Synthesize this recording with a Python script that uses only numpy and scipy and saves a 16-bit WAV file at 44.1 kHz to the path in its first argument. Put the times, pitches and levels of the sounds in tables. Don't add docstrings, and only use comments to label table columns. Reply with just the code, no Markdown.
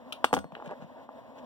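import sys
import numpy as np
from scipy import signal
from scipy.fft import rfft, irfft
from scipy.io import wavfile

SR = 44100
rng = np.random.default_rng(int(sys.argv[2]) if len(sys.argv) > 2 else 0)


def unload_wav(signal):
    wavfile.write(
        sys.argv[1],
        SR,
        np.round(np.clip(np.atleast_2d(signal).T, -1, 1) * 32767).astype(np.int16),
    )


N = 63945


def undb(db):
    return 10 ** (np.asarray(db) / 20)


def unit(x):
    return x / np.sqrt(np.mean(np.sum(x ** 2, axis=-1)) + 1e-18)


def hit(x, level_db):
    return unit(x) * undb(level_db) * np.sqrt(.005 * SR)


def curve_at(points, hz):
    points = np.array(points, float)
    return np.interp(np.log(hz + 1e-9), np.log(points[:, 0]), points[:, 1])


def pulse(colour, pitch_scale=1, size=4096):
    hz = np.arange(size // 2 + 1) * SR / size
    cepstrum = irfft(np.log(undb(curve_at(colour, hz / pitch_scale))))
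    cepstrum[1:size // 2] *= 2
    cepstrum[size // 2 + 1:] = 0
    return unit(irfft(np.exp(rfft(cepstrum))))


def convolve(x, response):
    return signal.fftconvolve(np.atleast_2d(x), np.atleast_2d(response), axes=-1)[:, :N]


def fade(fade_s):
    return np.exp(-np.log(1000) * np.arange(N) / SR / fade_s)


def noise(width):
    mid, side = rng.standard_normal((2, N))
    return np.array([mid + width * side, mid - width * side]) / np.hypot(1, width)


def pan(db):
    return undb(np.array([[db], [-db]]) / 2)


def add(out, start_s, x):
    start = int(start_s * SR)
    n = min(x.shape[-1], N - start)
    out[:, start:start + n] += x[..., :n]


# pitch_hz, level_db
ROOM_COLOUR = [(25, -28), (60, -15), (130, -9), (190, -16), (245, 4.5), (315, -12.5), (420, -13), (520, -3),
               (640, 0.5), (780, -8), (910, -5.5), (1070, -7.5), (1300, -22.5), (1800, -19), (2100, -26.5),
               (3300, -28), (5000, -38), (9000, -48), (15500, -45)]
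# time_s, level_db
PHONE_GAIN = [(0, -48), (.22, -48.5), (.45, -52.5), (.78, -48.5), (.98, -50), (1.2, -50.5), (1.35, -46.5),
              (1.45, -46)]


def room_noise():
    t = np.arange(N) / SR
    gain_db = np.interp(t, *np.array(PHONE_GAIN).T)
    flutter_db = 2 * np.interp(t, np.linspace(0, t[-1], num=40), rng.standard_normal(40))
    rush = convolve(noise(width=0.24), pulse(ROOM_COLOUR))
    return rush * undb(gain_db + flutter_db) * pan(db=1.4)


# start_s, level_db
BUMPS = [(.08, -64), (.45, -40), (.526, -41), (0.673, -38), (0.796, -47.5), (.822, -39), (0.843, -39.5)]
# pitch_hz, level_db
BUMP_COLOUR = [(25, -42), (45, -31), (75, -11), (170, 10.5), (260, -1.5), (500, -23.5), (1500, -71)]
DESK_PAN_DB = 3.5


def hand_bumps(dull):
    for start_s, level_db in BUMPS:
        add(dull, start_s, hit(pulse(BUMP_COLOUR), level_db) * pan(DESK_PAN_DB))


def crack(colour, fade_s):
    burst = noise(width=0.66) * fade(fade_s)
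    return convolve(burst[:, :N // 8], pulse(colour))


# start_s, level_db
CATCH_SNAPS = [(.124, -33.5), (0.1285, -35.5)]
# pitch_hz, level_db
CATCH_COLOUR = [(600, -45), (1050, -10), (1380, 5.5), (1650, -16), (2050, -22), (2350, -3), (3000, 2),
                (3800, -3.5), (4600, -8), (7000, -21), (8700, -28), (9300, -11), (9900, -28), (10800, -14),
                (12700, -30), (14600, -20), (16500, -46)]


def tool_catch(bright):
    for start_s, level_db in CATCH_SNAPS:
        add(bright, start_s, hit(crack(CATCH_COLOUR, fade_s=0.018), level_db))


def knock(colour, pitch_hz):
    feedback = signal.iirpeak(pitch_hz, Q=1.5, fs=SR)[1]
    return signal.lfilter(feedback[::-1], feedback, pulse(colour, pitch_hz))


# pitch_hz, level_db
SNAP_COLOUR = [(900, -48), (1900, -10), (2400, 7), (3250, 10.5), (3900, -1.5), (4800, -20.5), (9000, -40),
               (16000, -45)]
TICK_COLOUR = [(2000, -48), (4500, 10), (6200, 10), (8000, 6), (10500, 5), (12700, -0.5), (14800, -6),
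               (16500, 5.5)]


def contact_click(snap_db, tick_db):
    snap = hit(crack(SNAP_COLOUR, fade_s=0.013), snap_db)
    tick = hit(crack(TICK_COLOUR, fade_s=0.021), tick_db)
    return snap + tick


def ring(tones, width):
    t, out = np.arange(N // 2) / SR, 0
    for pitch_hz, level_db, fade_s in tones:
        detune, turn = rng.standard_normal(2)
        spread = width * min(pitch_hz / 500, 1)
        phase = spread * turn * np.array([[1], [-1]])
        tone = np.sin(2 * np.pi * pitch_hz * (1 + 0.0013 * detune) * t + phase)
        out = out + undb(level_db) * fade(fade_s)[:len(t)] * tone
    return out


# start_s, pitch_hz, knock_db, snap_db, tick_db, metal_db, desk_db
CLACKS = [(0.2434, 1070, -14.5, -32, -45, -41, -40.5), (.2462, 1350, -33, -31.5, -34, -47.5, -68),
          (0.3294, 788, -18, -44, -43, -62, -33), (.3325, 495, -25.5, -51, -40.5, -38.5, -23),
          (0.3392, 1040, -20.5, -35.5, -35.5, -46.5, -25), (.3475, 1080, -45, -43, -37, -51, -42),
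          (.367, 890, -28, -43.5, -67, -55, -31.5), (0.3712, 496, -31, -52, -63, -61, -34),
          (.378, 740, -31, -59, -72, -60, -29.5), (.389, 1490, -41.5, -50, -47.5, -56.5, -43),
          (.443, 674, -39, -87, -67, -70, -42.5)]
# pitch_multiple, level_db
CLACK_COLOUR = [(.03, -20), (.12, -29), (.19, -9), (.3, -8), (.5, -4), (.88, 0.5), (1.35, -3), (1.7, -7),
                (2.2, -15), (3.2, -19.5), (6, -43.5)]
# pitch_hz, level_db, fade_s
METAL_TONES = [(3321, -2, .1), (3581, -4, .1), (4280, -11, .4), (4950, -9, .18), (5800, -8, .14),
               (5925, -10, .2), (6283, -11, .13), (8235, 1, .18), (9255, -1, .15), (11050, -13, .13),
               (13220, -11, .14), (14520, -14, .11)]
DESK_TONES = [(85.4, -5.5, 0.24), (136, -22, 0.18), (203.3, 0.5, 0.18), (276.7, 2, 0.12), (353, -19, 0.14),
              (494, -6, 0.14), (560, -36, 0.18), (652, -12.5, 0.18), (755.7, 0, .1), (889, -13, 0.11),
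              (1116, -10.5, 0.18), (1440, -12.5, 0.15)]


def tool_clatter(dull, bright):
    for start_s, pitch_hz, knock_db, snap_db, tick_db, metal_db, desk_db in CLACKS:
        add(dull, start_s, hit(knock(CLACK_COLOUR, pitch_hz), knock_db))
        add(dull, start_s, hit(ring(DESK_TONES, width=1), desk_db) * pan(DESK_PAN_DB))
        add(bright, start_s, contact_click(snap_db, tick_db))
        add(bright, start_s, hit(ring(METAL_TONES, width=0.89), metal_db))


# start_s, pitch_hz, knock_db, snap_db, tick_db
TAPS = [(0.3098, 820, -44, -76, -85), (.521, 864, -44.5, -58.5, -72), (0.5516, 1450, -40, -45, -92),
        (.567, 640, -40, -79, -96), (0.591, 600, -46.5, -72, -90), (0.6002, 880, -41.5, -75, -98),
        (0.6231, 910, -38.5, -60.5, -87), (.659, 560, -53, -57, -63), (0.676, 514, -55, -56.5, -66),
        (.692, 790, -44, -59.5, -92), (.7105, 604, -38, -57, -67), (0.7159, 810, -39.5, -86, -91),
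        (0.721, 770, -38.5, -64, -90), (.822, 636, -42, -61, -73), (1.09, 880, -39, -84, -97)]
# pitch_multiple, level_db
TAP_COLOUR = [(.04, -55), (.12, -35), (.3, -4.5), (.55, -6), (.9, 1.5), (1.3, 0), (1.9, -19), (3.2, -35),
              (6, -72)]


def finger_taps(dull, bright):
    for start_s, pitch_hz, knock_db, snap_db, tick_db in TAPS:
        add(dull, start_s, hit(knock(TAP_COLOUR, pitch_hz), knock_db))
        add(bright, start_s, contact_click(snap_db, tick_db))


# start_s, length_s, scrape_db, crinkle_db
RUBS = [(0.538, 0.097, -51, -79), (0.636, 0.054, -46.5, -59.5), (0.678, 0.073, -44, -68.5),
        (0.796, .06, -52.5, -64.5), (0.948, 0.08, -54, -77), (1.378, 0.023, -77, -60.5)]
# pitch_hz, level_db
SCRAPE_COLOUR = [(100, -6.5), (260, -7), (600, 8), (1100, -8), (1700, -8), (2300, -17.5), (3400, -27),
                 (5000, -30.5), (12000, -82)]
CRINKLE_COLOUR = [(800, -21), (1800, 16), (3300, 11), (4800, 0), (7300, 2), (9000, -27), (15000, -27)]
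SLIPS_PER_S, SLIP_SPREAD_DB = 2300, 1


def finger_rubs(dull, bright):
    for start_s, length_s, scrape_db, crinkle_db in RUBS:
        n = int(length_s * SR)
        slips = (rng.random(N) < SLIPS_PER_S / SR) * rng.choice([-1, 1], N)
        slips = slips * undb(SLIP_SPREAD_DB * rng.exponential(size=N))
        swell = np.sqrt(np.hanning(n))
        rub = unit(slips[:n] * swell) * np.sqrt(n)
        add(dull, start_s, undb(scrape_db) * convolve(rub, pulse(SCRAPE_COLOUR)))
        add(bright, start_s, undb(crinkle_db) * convolve(rub, pulse(CRINKLE_COLOUR)))


def echoes(level_db, fade_s, rise_s):
    blur = noise(width=0.31) * fade(fade_s) * (1 - fade(rise_s)) ** 2
    return undb(level_db) * unit(blur)


def two_microphones(x, left_lead):
    hz = np.arange(N + 1) * SR / (2 * N)
    phase = curve_at(left_lead, hz) * np.array([[1], [-1]]) / 2
    return irfft(rfft(x, 2 * N) * np.exp(1j * phase))[:, :N]


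# pitch_hz, lead_radians
DESK_LEAD = [(8, 0), (35, 2.7), (110, 2.7), (190, 1.4), (300, 1.3), (600, .9), (1300, .5), (1700, 1.9),
             (2200, 3.1), (3200, 5.6), (4400, 9), (5400, 12), (7800, 18), (16000, 26)]
ROOM_LEAD = [(8, 0), (35, 2.6), (120, 2.5), (200, 1.5), (400, 1.4), (700, .8), (1300, .2), (1700, 2),
             (2250, 3.2), (3100, .6), (4400, -3.1), (5400, -6.1), (9000, -16), (16000, -32)]


def scene():
    dull, bright = np.zeros((2, 2, N))
    hand_bumps(dull)
    tool_catch(bright)
    tool_clatter(dull, bright)
    finger_taps(dull, bright)
    finger_rubs(dull, bright)
    bright *= pan(db=2)
    nearby = echoes(level_db=-8.5, fade_s=0.027, rise_s=0.005)
    dull_walls = echoes(level_db=-18.5, fade_s=0.16, rise_s=0.01)
    bright_walls = echoes(level_db=-12, fade_s=0.16, rise_s=0.02)
    reflected = convolve(dull, nearby + dull_walls) + convolve(bright, bright_walls)
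    desk_sounds = two_microphones(dull + bright + reflected, DESK_LEAD)
    return desk_sounds + two_microphones(room_noise(), ROOM_LEAD)


LOW_CUT_HZ, HIGH_CUT_HZ = 45, 15900


def record(dry):
    low_cut = signal.butter(2, LOW_CUT_HZ, "high", fs=SR, output="sos")
    high_cut = signal.ellip(10, .2, 80, HIGH_CUT_HZ, fs=SR, output="sos")
    return signal.sosfilt(high_cut, signal.sosfilt(low_cut, dry))


dry = scene()
out = record(dry)
unload_wav(out)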